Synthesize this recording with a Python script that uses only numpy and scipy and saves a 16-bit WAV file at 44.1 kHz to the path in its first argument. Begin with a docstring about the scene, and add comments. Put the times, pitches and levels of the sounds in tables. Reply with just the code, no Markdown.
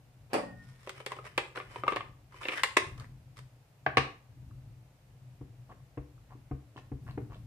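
"""A plastic ink pad case is prised open, slid shut until it latches and set down: blows and friction excite
damped modes of its walls and hollow tray. An acrylic stamp block then pats the pad five times, as soft pushes
that ring the table, and the tacky ink peels at each lift in strings of tiny decaying pings. Beforehand a clack
(filtered noise and modes) and a squeak (gliding sines) sound out of sight. Room echoes carry all of this over
a low, swelling rumble and a faint hiss of coloured noise."""
import sys
import numpy as np
from scipy import signal
from scipy.fft import rfft, irfft, next_fast_len
from scipy.io import wavfile
from scipy.ndimage import uniform_filter1d

SR = 44100
rng = np.random.default_rng(int(sys.argv[2]) if len(sys.argv) > 2 else 0)


def wrap_up_sound(samples):
    """Save the sound to the file named by the first command line argument, as 16-bit audio."""
    columns = np.atleast_2d(samples).T
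    # keep every value between -1 and 1, then stretch to whole-number steps
    tamed = np.clip(columns, -1, 1)
    steps = np.round(tamed * 32767).astype(np.int16)
    wavfile.write(sys.argv[1], SR, steps)


N = 329338
T = np.arange(N) / SR
AGE = T[:SR // 2]  # seconds since a blow
BLOW_SIZE = SR // 50  # 20 ms: judges a blow's level, and holds the ring of one ink thread

# Clicks of the case. Each row: start in seconds, body level in dB, bass re body in dB, treble re body in dB,
# tray resonance in Hz, tray ring in dB.
CASE_CLICKS = [(.872, -51.5, 7.5, -12, 1160, -2), (.893, -45, -7, -4.5, 1340, -2),
               (1.001, -52.5, 2.5, -13, 1290, -1), (1.062, -41.5, -2, -5, 1090, -8),
               (1.118, -41.5, -4.5, -13.5, 1070, 10.5), (1.165, -59, 5, -12, 800, -4),
               (1.187, -50.5, 2, -33, 1207, 11.5), (1.3775, -28.5, -5, -12, 1054, -14),
               (1.557, -48.5, -8, -12.5, 1277, 5), (1.573, -41.5, -2, -20, 1398, 4.5),
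               (1.599, -43, -10, -31, 1192, 6), (1.611, -52.5, -9.5, -24.5, 2500, 9),
               (1.758, -46.5, 2, -22, 1022, 5), (1.835, -37.5, -2, -32, 1250, 10.5),
               (1.866, -47, 0, -23, 950, 9), (1.879, -25.5, -10, -27.5, 1192, 9.5),
               (1.921, -37.5, 0.5, -23, 1166, 5), (1.933, -46, -5, -18, 2100, -1),
               (1.960, -39.5, 2, -11, 890, -4), (1.967, -35.5, -9.5, -26, 1065, 2),
               (2.006, -40.5, -15, -32, 1110, 6), (2.342, -60, 1, -24, 1125, 12),
               (2.433, -48, -11.5, -16, 3104, -1), (2.452, -39, -4.5, -21, 2715, 2.5),
               (2.4841, -33, -9.5, -18, 2452, 3), (2.492, -41, -9, -22, 2316, 3.5),
               (2.5185, -42, -12, -20.5, 2400, 5), (2.533, -43.5, -11.5, -20, 1196, 3),
               (2.5785, -43, -15.5, -17.5, 3016, -5), (2.594, -43, -15, -20, 1603, 4.5),
               (2.634, -25.5, -19.5, -7.5, 1077, 3), (2.643, -40, -5.5, -20.5, 1748, 16),
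               (2.978, -64.5, -13, 0, 1180, 15), (2.998, -57.5, -14, 0.5, 1215, 23)]
# Crack of a click: decay when treble equals body, dB of dullness that halve it, upper limit
CRACK_T60_S, CRACK_HALVING_DB, CRACK_LONGEST_S = 0.049, 25, 0.033
# Wall resonances of the case. Each row: frequency in Hz, level in dB, t60 in seconds.
CASE_MODES = [(385, -0.5, 0.056), (430, -12.5, 0.04), (498, -3.5, 0.067), (577, -12, 0.064),
              (783, -12, 0.11), (1620, -5.5, 0.037), (1820, -1.5, 0.047), (2080, -0.5, 0.035),
              (2086, 2, 0.049), (2343, -6.5, 0.06), (2580, -9.5, 0.083), (2788, -6.5, 0.055),
              (3445, -18, 0.058)]
# Spectrum of a blow on plastic. Each row: frequency in Hz, level in dB.
PLASTIC_COLOUR = [(150, -18.5), (280, -7.5), (800, -6.5), (1200, 2), (1500, -2.5), (2300, 0.5),
                  (3200, -4.5), (4500, -9), (6500, -14), (8500, -12), (11000, -21.5), (15000, -27.5)]

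# Blows of the latching lid. Each row: start in seconds, level in dB.
LATCH_BLOWS = [(2.7665, -36), (2.7686, -19.5), (2.7734, -30.5)]
# Resonances of the shut case. Each row: frequency in Hz, level in dB, t60 in seconds.
LATCH_MODES = [(276.6, -6.5, .07), (372, -2.5, 0.065), (637, -2, .03), (1077, 6, .027), (1707, -3.5, 0.014),
               (2062, 4, 0.03), (2490, 1, .024), (3500, 0.5, .016)]
# Spectrum of the latch's snap. Each row: frequency in Hz, level in dB.
LATCH_COLOUR = [(200, -13), (330, -1), (480, 0), (900, 2.5), (1400, -5.5), (2100, 5), (3050, -6),
                (3600, -3), (4200, -13), (7500, -16.5), (9200, -16.5), (11000, -28), (15000, -33)]

# Push of the lid: start, time to reach full speed, time at full speed, braking decay
SLIDE_START_S, SLIDE_ATTACK_S, SLIDE_HOLD_S, SLIDE_T60_S = 2.3, 0.22, 0.074, 0.2
# Level of the lid at full speed, and how unevenly it catches on the rails
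SLIDE_DB, SLIDE_JUDDER_DB = -47.5, -2
# Light rustle of the grip while the case is being opened
GRIP_START_S, GRIP_ATTACK_S, GRIP_HOLD_S, GRIP_T60_S = 0.89, 0.084, 0.93, 0.58
GRIP_DB, GRIP_WANDER_DB = -64.5, 6
# Fingers rubbing over the case. Each row: start in seconds, level in dB, length in seconds,
# brightness in dB (treble re the rest).
FINGER_RUBS = [(0.548, -67, 0.29, 7.5), (0.767, -61, .17, 3.5), (1.097, -44, 0.047, -11),
               (1.233, -47.5, 0.053, -4.5), (1.548, -41.5, 0.056, -8), (1.694, -54, .06, -4),
               (2.963, -55, .11, -6), (3.358, -52.5, .049, 4.5)]
# Spectrum of plastic rubbing. Each row: frequency in Hz, level in dB.
SLIDE_COLOUR = [(250, -19.5), (400, -2.5), (520, 0), (800, -6), (1100, 1.5), (1450, -4.5), (2200, 0),
                (3000, -11.5), (3700, -13), (4300, -16.5), (5400, -13.5), (6300, -21), (9000, -18.5),
                (12000, -26.5), (15000, -37)]
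# Scrapes of the binding lid. Each row: start in seconds, level in dB, length in seconds, centre in Hz.
LID_SCRAPES = [(1.247, -55.5, 0.039, 2250), (2.317, -58.5, 0.02, 1183), (2.404, -47.5, .04, 1145),
               (2.426, -48, 0.026, 2696), (2.503, -42, .055, 2200), (2.548, -40.5, .064, 1700)]

# Knocks of the case on the table. Each row: start in seconds, level in dB, contact cut-off in Hz,
# table thud in dB, 0 on its edge or 1 flat.
LANDINGS = [(3.863, -25.5, 2185, -37.5, 0), (3.9703, -20.5, 7960, -31, 1), (3.9793, -25.5, 6000, -42, 1)]
# Resonances of the case lying on the table. Each row: frequency in Hz, t60 in seconds,
# level in dB when struck on its edge, level in dB when struck flat.
LANDING_MODES = [(379.5, 0.087, -10, -10), (495, 0.065, -21.5, -3.5), (650.5, 0.033, 1.5, -15),
                 (766, 0.036, 3, -0.5), (1164, 0.033, -2, 2), (1530, .018, 10.5, -14),
                 (1680, .022, 1.5, -7.5), (2040, 0.018, -10, -4), (2766, 0.019, -17.5, -1),
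                 (3700, .02, -23, -10.5), (4100, 0.013, -23.5, -8.5)]
# Spectrum of the case hitting the table. Each row: frequency in Hz, level in dB.
LANDING_COLOUR = [(200, -2), (400, 3), (600, -5), (800, -2.5), (1130, 6), (1350, -6), (1600, 0.5),
                  (2400, 1), (3200, -7), (5000, -14.5), (7500, -25), (9500, -21.5), (15000, -36.5)]
# Resonances of the table. Each row: frequency in Hz, level in dB, t60 in seconds.
TABLE_MODES = [(47.9, -1.5, 0.19), (70, -5, 0.37), (136, 2.5, 0.17), (203.4, -4, 0.042), (290.6, 9, 0.086),
               (404, 2.5, 0.08), (483, -6, 0.22), (565, -18.5, 0.047), (767, -13, .06)]

# Pats of the block on the pad. Each row: start in seconds, level in dB, push length in seconds,
# knock of the case in dB re the thud.
PATS = [(5.41, -43.5, 0.0041, -16.5), (5.973, -36.5, 0.0043, -9.5), (6.5107, -33, 0.0064, -14.5),
        (6.916, -35.5, 0.006, -18.5), (7.175, -35, 0.0025, -9.5)]
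# Peels of the stamp off the ink. Each row: start in seconds, level in dB, length in seconds,
# pitch of the last threads in Hz, fine fizz in dB re the peel.
PEELS = [(5.693, -55, .035, 2460, -36), (6.292, -59.5, 0.048, 1480, -34), (6.761, -52.5, 0.033, 3000, -15),
         (7.067, -55.5, .05, 2670, -26), (7.298, -58.5, 0.07, 3000, -17)]
# Ink threads: snaps per second, pitch of the first ones
THREAD_RATE, THREAD_HZ = 600, 920
# Scatter of log pitch, scatter of strength, ring time
THREAD_SPREAD, THREAD_SCATTER_DB, THREAD_T60_S = 0.35, 6, 0.0063
# Spectrum of the smearing ink. Each row: frequency in Hz, level in dB.
PEEL_COLOUR = [(250, 21), (450, 14), (750, -19), (1100, 20), (1600, -14), (2600, -7.5), (4000, -40.5),
               (12000, -61)]
# The case rocks back on the table as the block lifts. Each row: start in seconds, level in dB.
ROCKS = [(6.349, -54), (6.758, -52.5)]
# Fingers tick on the block. 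Each row: start in seconds, level in dB.
TICKS = [(4.51, -67.5), (6.179, -71)]

# Blows of the clack across the room. Each row: start in seconds, level in dB, contact cut-off in Hz.
CLACK_BLOWS = [(0.3317, -33, 5000), (.3402, -31.5, 5960), (.3458, -33, 1800), (.3505, -34.5, 1400),
               (.3725, -41, 690)]
# Resonances of the clattering object. Each row: frequency in Hz, level in dB, t60 in seconds.
CLACK_MODES = [(180.6, -45, 0.91), (223.7, -47, 1), (277.6, -36, 0.64), (546, -33.5, 0.15),
               (746, -50, 0.63)]
# Spectrum of the clack. Each row: frequency in Hz, level in dB.
CLACK_COLOUR = [(130, -25), (185, 0.5), (280, 5), (350, 8.5), (550, 7), (640, 4), (820, 6.5), (1350, -2),
                (2500, -3.5), (4100, -16), (12000, -37)]
# Spectrum of the click of the object's edge. Each row: frequency in Hz, level in dB.
EDGE_COLOUR = [(2500, -15), (4000, -12), (4800, 8), (6500, -10), (8300, 0.5), (11000, -7), (15000, -12)]
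# Soft brush leading into the clack: start, length, level
BRUSH_S, BRUSH_LENGTH_S, BRUSH_DB = .3, 0.029, -53
# Course of the thin squeak. Each row: time in seconds, pitch in Hz, level in dB.
SQUEAK_COURSE = [(.385, 1890, -66), (.424, 1840, -51), (.494, 1880, -59), (.522, 1827, -56),
                 (.558, 1850, -62), (.585, 1848, -57.5), (.624, 1823, -54), (.645, 1818, -71),
                 (.85, 1864, -73)]
# Lower, weaker partial of the squeak: mean pitch, level
PARTNER_HZ, PARTNER_DB = 1460, -70

# Spectrum of the room's tail. Each row: frequency in Hz, level in dB.
ROOM_COLOUR = [(80, -2), (250, 2.5), (600, -0.5), (1100, -1.5), (1600, -5), (2500, -2.5), (4000, 0),
               (8000, 0.5), (10500, -1), (15000, -14)]
# Swells of the rumble. Each row: start in seconds, level in dB.
SWELLS = [(.42, -53.5), (1.619, -51.5), (2.8, -42), (4.29, -54), (6.988, -41)]
SWELL_ATTACK_S, SWELL_HOLD_S, SWELL_T60_S = .07, 0.06, 2.1
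# Resting level of the rumble and its slow unevenness
RUMBLE_DB, RUMBLE_WANDER_DB = -56, 2.5
# Spectrum of the rumble. Each row: frequency in Hz, level in dB.
RUMBLE_COLOUR = [(33, -12), (40, -9), (60, -10), (90, -11), (110, -2.5), (129, 4), (145, -10), (175, -17),
                 (220, -20.5), (250, -25.5), (285, -20), (350, -30.5), (600, -61.5)]
# Spectrum of the hiss. Each row: frequency in Hz, level in dB.
HISS_COLOUR = [(180, -32.5), (300, -10), (437, -3.5), (498, -2.5), (691, -3.5), (1190, -11.5), (2690, -15),
               (3220, -18), (14000, -26), (15000, -24)]
HISS_DB = -68.5
TOP_HZ = 14900


def amp(db):
    """Level law: decibels to amplitude gain."""
    return 10 ** (np.asarray(db) / 20)


def unit(x, size=None):
    """Normalisation: scale to rms 1, judged on the first samples if a size is given."""
    return x / np.sqrt(np.mean(x[..., :size] ** 2) + 1e-20)


def fade(t60):
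    """Damping: exponential decay by 60 dB in t60 seconds."""
    return np.exp(-np.log(1000) * AGE / t60)


def onset(build_s):
    """Inertia: a vibration builds up exponentially towards full strength."""
    return 1 - np.exp(-AGE / build_s)


def envelope(start_s, attack_s, hold_s, t60):
    """Amplitude envelope: a straight rise, a hold and an exponential release."""
    age = T - start_s
    release = np.exp(-np.log(1000) * np.maximum(age - attack_s - hold_s, 0) / t60)
    return np.clip(age / attack_s, 0, 1) * release


def wander(count):
    """Slow random modulation: spread of 1, changing about count times a second."""
    return unit(uniform_filter1d(rng.standard_normal(N), SR // count))


def band(x, hz, kind):
    """Linear filtering: a fourth-order Butterworth design."""
    return signal.sosfilt(signal.butter(4, hz, kind, fs=SR, output="sos"), x)


def soften(x, hz):
    """Contact stiffness: a softer contact acts as a gentle low-pass."""
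    return signal.sosfilt(signal.butter(2, hz, fs=SR, output="sos"), x)


def colour(x, points):
    """Spectral shaping: multiply the spectrum by a curve through (Hz, dB) points."""
    hz, db = np.transpose(points)
    size = next_fast_len(x.shape[-1])
    f = np.fft.rfftfreq(size, 1 / SR) + 1
    gain = amp(np.interp(np.log(f), np.log(hz), db))
    gain = gain * np.minimum(f / hz[0], 1) ** 4  # steep cut below the first point
    return unit(irfft(rfft(x, size) * gain, size)[..., :x.shape[-1]])


def noise(size, spread, apart_hz=650, bass_hz=150):
    """Spatial coherence: at two close microphones noise is alike in the bass, less related higher up."""
    padded = next_fast_len(size)
    mid, side = rfft(rng.standard_normal((2, padded)))
    f = np.fft.rfftfreq(padded, 1 / SR)
    side = side * spread * (f ** 2 + bass_hz ** 2) / (f ** 2 + apart_hz ** 2)
    return unit(irfft([mid + side, mid - side], padded)[:, :size])


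def grit(size, rate, scatter_db, smooth_db=-10, slip_s=0.00061):
    """Stick-slip friction: uneven tiny slips at random moments over a smooth rubbing noise."""
    chance, strength = rng.random(size), rng.standard_normal(size)
    slips = (chance < rate / SR) * amp(scatter_db * np.clip(strength, -2, 2))
    slips = signal.lfilter([1], [1, -np.exp(-1 / (slip_s * SR))], slips)
    return unit(noise(size, 1.0) * (unit(slips) + amp(smooth_db)))


def ring(modes, detune=0.022):
    """Modal synthesis: a sum of damped sines, randomly detuned, with alternating signs."""
    total = 0
    for k, (hz, db, t60) in enumerate(modes):
        shifted_hz = hz * (1 + detune * rng.standard_normal())
        total = total + (-1) ** k * amp(db) * np.sin(2 * np.pi * shifted_hz * AGE) * fade(t60)
    return total


def resonate(x, modes):
    """Forced vibration: convolve a driving signal with the ring of the modes."""
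    return unit(signal.oaconvolve(x, ring(modes)[None], axes=1)[:, :x.shape[1]])


def add(out, s, x, pan_db=0):
    """Superposition: mix a sound in at its time, with a level difference between the channels."""
    i = int(s * SR)
    x = x * amp(np.array([[pan_db], [-pan_db]]) / 2)
    out[:, i:i + x.shape[1]] += x[:, :N - i]


def off_centre(x, count):
    """Arrival-time difference: sound from the right reaches the left microphone count samples later."""
    return np.array([np.roll(x[0], count), x[1]])


def room(x, wet_db, t60=0.36, treble_t60=0.33, echo_db=-13, echo_s=.0095, split_hz=1700):
    """Reverberation: an early wall echo, then a diffuse tail whose treble dies first."""
    tail = colour(noise(len(AGE), 1), ROOM_COLOUR)
    tail = band(tail, split_hz, "low") * fade(t60) + band(tail, split_hz, "high") * fade(treble_t60)
    tail = unit(tail * np.clip(AGE / 0.0036 - .5, 0, 1)) * amp(wet_db) / np.sqrt(len(AGE))
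    tail[0, int(echo_s * SR)] += amp(echo_db)
    tail[1, int((echo_s + .0004) * SR)] += amp(echo_db)
    return x + signal.fftconvolve(x, tail, axes=1)[:, :N]


def plastic(bass_db, treble_db, tray_hz, tray_db, contact_t60, modes_db=-11, tray_t60=0.023,
            build_s=0.0012, tick_db=6, tick_t60=.008):
    """Impact excitation: tick, crack, wall modes and tray; bass and treble are set against the body."""
    contact = colour(noise(len(AGE), 0.73), PLASTIC_COLOUR)
    crack = contact * fade(contact_t60)
    tray = ring([(tray_hz, tray_db, tray_t60)])
    blow = crack + amp(modes_db) * ring(CASE_MODES) + tray
    blow = blow * onset(build_s)  # the walls take a moment to get moving
    bass, body = band(blow, 700, "low"), band(blow, [700, 3500], "band")
    tick = contact * amp(tick_db) * fade(tick_t60)
    treble = band(crack + tick, 3200, "high") * onset(build_s / 2)
    blow = unit(body, BLOW_SIZE) + amp(bass_db) * unit(bass, BLOW_SIZE)
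    return blow + amp(treble_db) * unit(treble, BLOW_SIZE)


def ink_case(pan_db=1.2):
    """Impacts of catch, hinge and lid: bright clicks crack for longer than dull ones, up to a limit."""
    out = np.zeros((2, N))
    for s, db, bass_db, treble_db, tray_hz, tray_db in CASE_CLICKS:
        t60 = min(CRACK_T60_S * 2 ** (treble_db / CRACK_HALVING_DB), CRACK_LONGEST_S)
        add(out, s, amp(db) * plastic(bass_db, treble_db, tray_hz, tray_db, t60), pan_db)
    return out


def latch(contact_t60=0.038, modes_db=-6, build_s=0.00059):
    """Snap-through: the lid rides over its catch, snaps home and rebounds; the shut case rings."""
    out = np.zeros((2, N))
    for s, db in LATCH_BLOWS:
        snap = colour(noise(len(AGE), 0.87), LATCH_COLOUR) * fade(contact_t60)
        snap = snap + amp(modes_db) * ring(LATCH_MODES, detune=0.0092)
        add(out, s, amp(db) * unit(snap * onset(build_s), BLOW_SIZE))
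    return out


def friction(modes_db=-7):
    """Friction-driven resonance: lid on rails, louder with speed, rings walls and tray; fingers shift grip."""
    slips = grit(N, rate=1600, scatter_db=3.0, slip_s=0.001)
    walls = resonate(slips, CASE_MODES + [(1160.0, 3, 0.04), (3070, 2.2, 0.066)])
    rubbing = unit(colour(slips, SLIDE_COLOUR) + amp(modes_db) * walls)
    speed = envelope(SLIDE_START_S, SLIDE_ATTACK_S, SLIDE_HOLD_S, SLIDE_T60_S)
    slide = speed * amp(SLIDE_DB + SLIDE_JUDDER_DB * wander(count=90))
    grip = envelope(GRIP_START_S, GRIP_ATTACK_S, GRIP_HOLD_S, GRIP_T60_S)
    grip = grip * amp(GRIP_DB + GRIP_WANDER_DB * wander(count=12))
    out = rubbing * (slide + grip)
    for s, db, length, bright_db in FINGER_RUBS:
        rub = colour(grit(int(length * SR), rate=890, scatter_db=4.0), SLIDE_COLOUR)
        rub = unit(band(rub, 1980, "low") + amp(bright_db) * band(rub, 2900, "high"))
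        add(out, s, amp(db) * rub * np.hanning(rub.shape[1]) ** .5)
    return out


def scrapes(width=1.35, broad_db=-4):
    """Stick-slip in a narrow band: the lid binds in short, gritty scrapes about their own centres."""
    out = np.zeros((2, N))
    for s, db, length, hz in LID_SCRAPES:
        slips = grit(int(length * SR), rate=800, scatter_db=4.0, smooth_db=-11.5, slip_s=.0005)
        narrow = unit(band(slips, [hz / width, hz * width], "band"))
        scrape = narrow + amp(broad_db) * colour(slips, SLIDE_COLOUR)
        add(out, s, amp(db) * unit(scrape * np.hanning(scrape.shape[1]) ** .5))
    return out


def thud(push_s):
    """Pulse excitation of the table: the longer the soft push, the fewer high modes sound."""
    push = AGE * np.exp(-10 * AGE / push_s)
    return unit(signal.fftconvolve(ring(TABLE_MODES), push)[:len(AGE)], BLOW_SIZE)


def set_down(contact_t60=0.027, build_s=0.00093, modes_db=-6):
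    """Strike position selects modes: the case lands dully on one edge, slaps flat and rebounds."""
    out = np.zeros((2, N))
    for s, db, top_hz, thud_db, flat in LANDINGS:
        modes = [(hz, flat_db if flat else edge_db, t60) for hz, t60, edge_db, flat_db in LANDING_MODES]
        knock = colour(noise(len(AGE), 1.0), LANDING_COLOUR) * fade(contact_t60)
        knock = knock + amp(modes_db) * ring(modes, detune=0.021)
        knock = soften(knock * onset(build_s), top_hz)
        add(out, s, amp(db) * unit(knock, BLOW_SIZE), pan_db=0.7)
        table = unit(band(thud(push_s=0.0048), 82, "high"), BLOW_SIZE)
        add(out, s, amp(thud_db) * table, pan_db=2.0)
    return out


def peel(length, last_hz, fizz_db, pad_ring_db=-9, smear_db=-11):
    """Rupture of ink threads: snaps of mixed pitch, the thin ones ever higher, ring the hollow under the pad."""
    size = int(length * SR) + BLOW_SIZE
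    snaps, count = np.zeros((2, size)), max(int(THREAD_RATE * length), 2)
    for k, (late, pitch, strength, side, thin) in enumerate(rng.standard_normal((count, 5))):
        lift = np.clip((k + 2 * late) / count, 0, 1)
        rise = (last_hz / THREAD_HZ) ** (lift * (thin > 0))  # only thin threads follow the lift
        hz = THREAD_HZ * np.exp(THREAD_SPREAD * pitch) * rise
        ping = np.sin(2 * np.pi * hz * AGE[:BLOW_SIZE]) * fade(THREAD_T60_S)[:BLOW_SIZE]
        gain = amp(THREAD_SCATTER_DB * strength) * min(THREAD_HZ / hz, 1) ** 0.23
        add(snaps, lift * length, gain * ping, side)
    smear = grit(size, rate=900, scatter_db=-1) * np.hanning(size) ** .5
    fizz = unit(soften(band(smear, 1300, "high"), 4000))
    pad = resonate(snaps, [(778, -10.5, 0.073), (996, -5, .06), (1180, 5, 0.022), (2650, 3, 0.062)])
    threads = unit(snaps) + amp(pad_ring_db) * pad + amp(smear_db) * colour(smear, PEEL_COLOUR)
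    return unit(threads) + amp(fizz_db) * fizz


def stamp():
    """Soft impact and adhesion: rubber lands on foam and crackles off wet ink; fingers tick on the acrylic."""
    out = np.zeros((2, N))
    for s, db, push_s, knock_db in PATS:
        knock = plastic(bass_db=-4.0, treble_db=-42, tray_hz=755, tray_db=-6.5, contact_t60=0.046,
                        modes_db=-17.5, build_s=0.0023)
        pat = thud(push_s) + amp(knock_db) * unit(soften(knock, 820), BLOW_SIZE)
        add(out, s, amp(db) * pat, pan_db=2.0)
    for s, db, length, last_hz, fizz_db in PEELS:
        add(out, s, amp(db) * peel(length, last_hz, fizz_db), pan_db=0.5)
    for s, db in ROCKS:
        rock = unit(band(thud(push_s=0.0048), 135, "high"), BLOW_SIZE)
        add(out, s, amp(db) * rock, pan_db=2.0)
    for s, db in TICKS:
        tick = ring([(1100, 4.0, 0.034), (1270, 10.0, 0.014), (1620, 0, .02)])
        add(out, s, amp(db) * unit(tick, BLOW_SIZE))
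    return out


def far_clack(edge_db=-44, edge_t60=0.047, modes_db=-4, blow_t60=0.034, build_s=0.00076):
    """Repeated impact: a hard object brushes a surface, lands on its edge and clatters, ending duller."""
    out = np.zeros((2, N))
    first_s = CLACK_BLOWS[0][0]
    for s, db, top_hz in CLACK_BLOWS:
        blow = colour(noise(len(AGE), 1.0), CLACK_COLOUR) * fade(blow_t60)
        blow = blow + ring([(550, -6.5, 0.045), (790, -12, 0.036)], detune=0.019)
        add(out, s, amp(db) * unit(soften(blow * onset(build_s), top_hz), BLOW_SIZE))
    edge = colour(noise(len(AGE), 1.0), EDGE_COLOUR) * fade(edge_t60) * onset(build_s)
    add(out, first_s, amp(edge_db) * unit(edge, BLOW_SIZE))
    add(out, first_s, amp(modes_db) * ring(CLACK_MODES, detune=0))
    brush = colour(noise(int(BRUSH_LENGTH_S * SR), 0.94), CLACK_COLOUR)
    add(out, BRUSH_S, amp(BRUSH_DB) * brush * np.linspace(0, 1, brush.shape[1]) ** .5)
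    return room(off_centre(out, count=9), wet_db=-1.0)


def squeak():
    """Frequency modulation: a thin, unsteady tone swells in spurts, with a lower partial in fixed ratio."""
    s, hz, db = np.transpose(SQUEAK_COURSE)
    pitch = np.interp(T, s, hz) * (1 + .006 * wander(count=150))
    phase = 2 * np.pi * np.cumsum(pitch) / SR
    upper = amp(np.interp(T, s, db)) * envelope(s[0], .01, s[-1] - s[0], .1) * np.sin(phase)
    lower = amp(PARTNER_DB) * envelope(s[0], 0.094, 0.18, .6) * np.sin(phase * PARTNER_HZ / hz.mean())
    return room(np.array([upper + lower] * 2), wet_db=-5.5)


def background(rumble_pan_db=2.3):
    """Filtered noise: a low rumble swells quickly and ebbs slowly under an even hiss."""
    out = amp(HISS_DB) * colour(noise(N, 1.0), HISS_COLOUR)
    swells = sum(amp(db) * envelope(s, SWELL_ATTACK_S, SWELL_HOLD_S, SWELL_T60_S) for s, db in SWELLS)
    strength = np.hypot(amp(RUMBLE_DB), swells) * amp(RUMBLE_WANDER_DB * wander(count=4))
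    add(out, 0, strength * colour(noise(N, 1.0), RUMBLE_COLOUR), rumble_pan_db)
    return out


def scene():
    """Direct-to-reverberant ratio: the hands work close to the microphones; the clack is further and wetter."""
    hands = room(off_centre(ink_case() + latch() + friction() + scrapes(), count=3), wet_db=-9.5)
    table = room(off_centre(set_down() + stamp(), count=5), wet_db=-7.5)
    return hands + table + far_clack() + squeak() + background()


def record(dry):
    """Band limitation: nothing sounds below about 33 Hz or above about 15 kHz."""
    low_pass = signal.ellip(8, .2, 70, TOP_HZ, fs=SR, output="sos")
    return signal.sosfilt(low_pass, band(dry, 33, "high"))


dry = scene()
out = record(dry)
wrap_up_sound(out)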